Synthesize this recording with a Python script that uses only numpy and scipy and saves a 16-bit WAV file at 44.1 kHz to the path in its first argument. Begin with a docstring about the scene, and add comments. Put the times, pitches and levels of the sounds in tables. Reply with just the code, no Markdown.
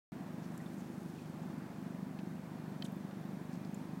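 """Engine idling by an open field.

The exhaust throbs about 25 times a second: each firing thumps and rings the pipe, over a dull drone,
wavering hums and faint whines. Light wind hisses across the land. Something is handled close by:
faint rustles, a few ticks and one sharp plastic snap."""
import sys
import numpy as np
from scipy import signal
from scipy.fft import rfft, irfft, next_fast_len
from scipy.io import wavfile
from scipy.ndimage import uniform_filter1d, map_coordinates

SR = 44100
rng = np.random.default_rng(int(sys.argv[2]) if len(sys.argv) > 2 else 0)


def to_wav(sig):
    """Store sig (one row per channel, or 1-D mono) as 16-bit WAV at the path in sys.argv[1].

    Samples outside -1..1 are clipped; the rate is SR.
    """
    pcm = np.clip(np.atleast_2d(sig), -1, 1) * 32767
    pcm = np.round(pcm).astype(np.int16)
    wavfile.write(sys.argv[1], SR, pcm.T)  # frames by channels


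N = 176400
T = np.arange(N) / SR

# wind hiss (frequency [Hz], relative density [dB])
WIND_SPECTRUM = [(100, -15.5), (500, 0.5), (700, 1.5), (1050, -3.5), (1280, -7), (1600, -7.5), (2100, -12),
                 (2900, -18.5), (3600, -20), (5200, -23.5), (8000, -27), (11000, -32.5), (15500, -32)]
# rustles (centre time [s], Gaussian sigma [s], rms at centre [dB], centre [Hz], width [octaves])
RUSTLE_BANDS = [(0.447, 0.013, -67.5, 4520, 0.8), (0.552, 0.075, -75.5, 7350, 0.64),
                (0.798, 0.02, -68.5, 6530, 0.25), (0.924, 0.35, -71.5, 6450, 1),
                (1.082, .025, -71, 10000, 0.97), (1.19, 0.094, -72, 3540, 1),
                (3.534, 0.012, -66.5, 5400, 0.78), (3.788, 0.059, -74, 5500, 0.78)]
# ticks (time [s], peak [dB], centre [Hz], width [octaves], t60 [s])
TICK_HITS = [(0.577, -47.5, 8300, 0.52, 0.019), (0.602, -51.5, 1930, 0.1, .03),
             (0.661, -54, 3530, 0.043, .03), (1.186, -55, 2540, .08, 0.025),
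             (1.429, -62, 7260, 0.13, 0.025), (2.1887, -46, 2560, 0.86, 0.044),
             (2.8268, -56, 14000, 0.18, .015), (2.842, -51.5, 8200, 0.32, 0.038),
             (2.846, -47, 7600, 0.67, 0.02), (2.8495, -47.5, 3400, 0.19, 0.026),
             (2.8515, -49.5, 8400, 0.4, 0.027), (2.861, -48.5, 7000, 0.7, 0.037),
             (2.921, -55, 12500, .3, .03), (2.96, -57, 14000, .3, .025), (3.111, -55, 3180, .5, 0.033),
             (3.555, -51, 4200, .6, .012), (3.649, -50.5, 4500, 0.53, 0.021),
             (3.745, -47.5, 7150, 0.098, 0.04), (3.7442, -48, 9000, 0.98, 0.018)]
# blows of the snap (time [s], peak [dB])
SNAP_BLOWS = [(2.8229, -35), (2.825, -34.5), (2.8272, -46)]
# plastic part's modes (frequency [Hz], relative level [dB], t60 [s])
PLASTIC_MODES = [(1570, -15, .025), (1880, -6, 0.013), (3130, 1, 0.021), (3480, 2.5, 0.011),
                 (4020, 0, 0.012), (4540, -2, 0.012), (7760, -12, 0.008)]
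# thin whines (frequency [Hz], rms [dB])
WHINE_TONES = [(2406, -83), (2520, -84), (3544, -86.5), (4335, -87.5)]
# machine hums (frequency [Hz], initial rms [dB], slope [dB/s])
HUM_TONES = [(159.5, -56, 0), (239.7, -54.5, -4), (327.2, -56, -4)]
# engine drone (frequency [Hz], relative density [dB])
DRONE_SPECTRUM = [(20, -30), (42, -42), (80, -27), (120, -9), (158, 0), (195, 4.5), (215, -8), (245, 1),
                  (295, -2), (340, -1.5), (420, -12.5), (650, -41.5)]
# engine speed (time [s], firing rate [Hz])
FIRING_RATE = [(0.1, 25.108), (1.25, 25.14), (1.55, 24.547), (2.3, 24.621), (2.9, 24.334), (3.4, 24.872),
               (4.0, 25.118)]
# throb strength (time [s], relative level [dB])
THROB_LEVEL = [(0.13, -46.5), (1.2, -48), (1.55, -43.5), (1.73, -49.5), (1.85, -43), (2.28, -45),
               (2.4, -47.5), (2.88, -42.5), (3.12, -48), (3.2, -42.5), (3.42, -46.5), (3.55, -42.5),
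               (4.0, -45.5)]
# one exhaust thump (frequency [Hz], relative level [dB])
THUMP_SPECTRUM = [(30, -66), (55, -38), (75, -14), (105, -6), (150, -1), (195, 2), (260, -2.5),
                  (330, -18.5), (420, -21.5), (600, -40), (1000, -59)]
# exhaust pipe modes (frequency [Hz], level re firing impulse [dB], t60 [s])
PIPE_MODES = [(141, -21.5, 0.28), (179, -23.5, 0.19), (193.7, -11.5, 0.086), (252, -20.5, 0.084),
              (269, -23, 0.065), (335.8, -22.5, 0.1), (450.7, -33, 0.18)]


def amp(db):
    """Decibels to gain."""
    return 10 ** (np.asarray(db) / 20)


def unit(x):
    """Scale to rms 1."""
    return x / np.sqrt(np.mean(x ** 2) + 1e-20)


def spectrum(points):
    """Gain versus frequency from (Hz, dB) points, log axis."""
    knots_hz, db = np.transpose(points)
    return lambda hz: amp(np.interp(np.log(hz + 1), np.log(knots_hz + 1), db))


def filtered(x, response):
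    """Zero-phase filter with gain response(hz)."""
    size = next_fast_len(len(x) + SR // 2)
    return irfft(rfft(x, size) * response(np.fft.rfftfreq(size, 1 / SR)), size)[:len(x)]


def wobble(rate_hz):
    """Smooth random curve, rate_hz knots per second."""
    return map_coordinates(rng.standard_normal(N // 100), [T * rate_hz + 2])


def decay(t, t60_s):
    """Exponential fall, 60 dB in t60_s."""
    return np.exp(-np.log(1000) * t / t60_s)


def band_noise(centre_hz, octaves, size=N):
    """Steep-skirted noise band, rms 1."""
    noise = rng.standard_normal(size)
    return unit(filtered(noise, lambda hz: (1 + (np.log2((hz + 1) / centre_hz) / octaves) ** 2 / 2) ** -2))


def struck(sound, t, peak_db, rise_s=0.00014):
    """Apply a fast attack and set the peak."""
    blow = sound * (1 - np.exp(-t / rise_s))
    return amp(peak_db) * blow / np.abs(blow).max()


def add(track, time_s, sound):
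    """Mix sound into track at time_s."""
    part = track[max(round(time_s * SR), 0):][:len(sound)]
    part += sound[:len(part)]


def wind(level_db=-56, slope_db_per_s=0.08, patch_db=0.64, gust_db=0.2, flutter_db=0.3):
    """Wind over the field: near-even hiss with shallow patches and gusts."""
    bins = signal.stft(rng.standard_normal(N), nperseg=512)[2]
    patches = uniform_filter1d(rng.standard_normal(bins.shape), size=6, axis=0)
    patches = uniform_filter1d(patches, size=14, axis=1)
    noise = signal.istft(bins * amp(patch_db * unit(patches)), nperseg=512)[1][:N]
    hiss = unit(filtered(noise, spectrum(WIND_SPECTRUM)))
    return hiss * amp(level_db + slope_db_per_s * T + gust_db * wobble(2.4) + flutter_db * wobble(4.64))


def handling(grain_db=3.5):
    """Object handled close by: soft grainy rustles, small dry ticks."""
    out, t = np.zeros(N), T[:SR // 8]
    for time_s, sigma_s, db, hz, octaves in RUSTLE_BANDS:
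        swell = amp(db) * np.exp(-((T - time_s) / sigma_s) ** 2 / 2)
        grain = unit(amp(grain_db * wobble(300)))
        out += swell * grain * band_noise(hz, octaves)
    for time_s, db, hz, octaves, t60_s in TICK_HITS:
        tick = decay(t, t60_s) * band_noise(hz, octaves, size=len(t))
        add(out, time_s, struck(tick, t, db))
    return out


def plastic_snap(crack_gain_db=3, crack_t60_s=0.0046):
    """Plastic part clicks over: quick blows, each a crack and a short ring."""
    out, t = np.zeros(N), T[:SR // 8]
    for time_s, peak_db in SNAP_BLOWS:
        ring = np.zeros(len(t))
        for hz, db, t60_s in PLASTIC_MODES:
            envelope = amp(db + rng.normal(0, 1)) * decay(t, t60_s)
            ring += envelope * np.sin(2 * np.pi * (hz * t + rng.random()))
        noise = band_noise(centre_hz=3240, octaves=0.74, size=len(t))
        crack = amp(crack_gain_db) * decay(t, crack_t60_s) * noise
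        add(out, time_s, struck(ring + crack, t, peak_db))
    return out


def whines():
    """Faint high whines: very narrow noise bands."""
    return sum(amp(db) * band_noise(hz, octaves=0.0042) for hz, db in WHINE_TONES)


def hums(waver_db=2.5, drift_cycles=0.099):
    """Machine hums wavering in level and phase."""
    out = np.zeros(N)
    for hz, db, slope_db_per_s in HUM_TONES:
        waver = amp(waver_db * wobble(2.32))
        cycles = hz * T + rng.random() + drift_cycles * wobble(2.99)
        out += amp(db + slope_db_per_s * T) * unit(waver * np.sin(2 * np.pi * cycles))
    return out


def drone(throb_db, rms_db=-50.5, tracking=0.062):
    """Dull engine noise between thumps; level weakly follows the throb."""
    noise = unit(filtered(rng.standard_normal(N), spectrum(DRONE_SPECTRUM)))
    return noise * amp(rms_db + tracking * (throb_db - throb_db.mean()))


def firing_times(skip_at_s=0.2654, skip_s=0.016):
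    """Firing times [s] from engine speed. Once, early on, one gap is longer by skip_s."""
    count = np.cumsum(np.interp(T, *np.transpose(FIRING_RATE))) / SR
    count -= np.interp(skip_at_s, T, count)
    beats = np.arange(np.ceil(count[0]), count[-1])
    return np.interp(beats, count, T) - skip_s * (beats < 0)


def pipe_ring(firings, rise_s=0.0063):
    """Exhaust pipe modes, excited by each firing."""
    t = T[:SR // 4]
    ring = sum(amp(db) * decay(t, t60_s) * np.cos(2 * np.pi * hz * t) for hz, db, t60_s in PIPE_MODES)
    attack = 1 - np.exp(-(t / rise_s) ** 2)
    return signal.fftconvolve(firings, ring * attack)[:N]


def exhaust(throb_db, boost_db=12.5, bass_drive_db=-34.5, crossover_hz=129, scatter_db=0.6, jitter_s=15e-5):
    """Each firing thumps and rings the pipe: steady bass, brighter as the throb grows."""
    firings, even_firings = np.zeros((2, N))
    for time_s in firing_times():
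        onset_s = time_s + rng.normal(0, jitter_s)
        drive_db = np.interp(time_s, T, throb_db) + boost_db + rng.normal(0, scatter_db)
        add(firings, onset_s, -amp([drive_db]))
        add(even_firings, onset_s, -amp([bass_drive_db]))
    lowpass = lambda hz: 1 / (1 + (hz / crossover_hz) ** 8)
    pulses = filtered(even_firings, lowpass) + filtered(firings, lambda hz: 1 - lowpass(hz))
    shape = spectrum(THUMP_SPECTRUM)
    thumps = filtered(pulses, shape) / shape(np.fft.rfftfreq(N, 1 / SR)).mean()
    return thumps + pipe_ring(firings)


def scene():
    """Mono mix in open air, no echo."""
    throb_db = np.interp(T, *np.transpose(THROB_LEVEL))
    engine = exhaust(throb_db) + drone(throb_db) + hums() + whines()
    return (engine + wind() + plastic_snap() + handling())[None]


def record(dry):
    """Abrupt onset, brick-wall lowpass."""
    start_s, cutoff_hz = 0.12, 15900
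    return np.array([filtered(x * (T >= start_s), lambda hz: hz < cutoff_hz) for x in dry])


dry = scene()
out = record(dry)
to_wav(out)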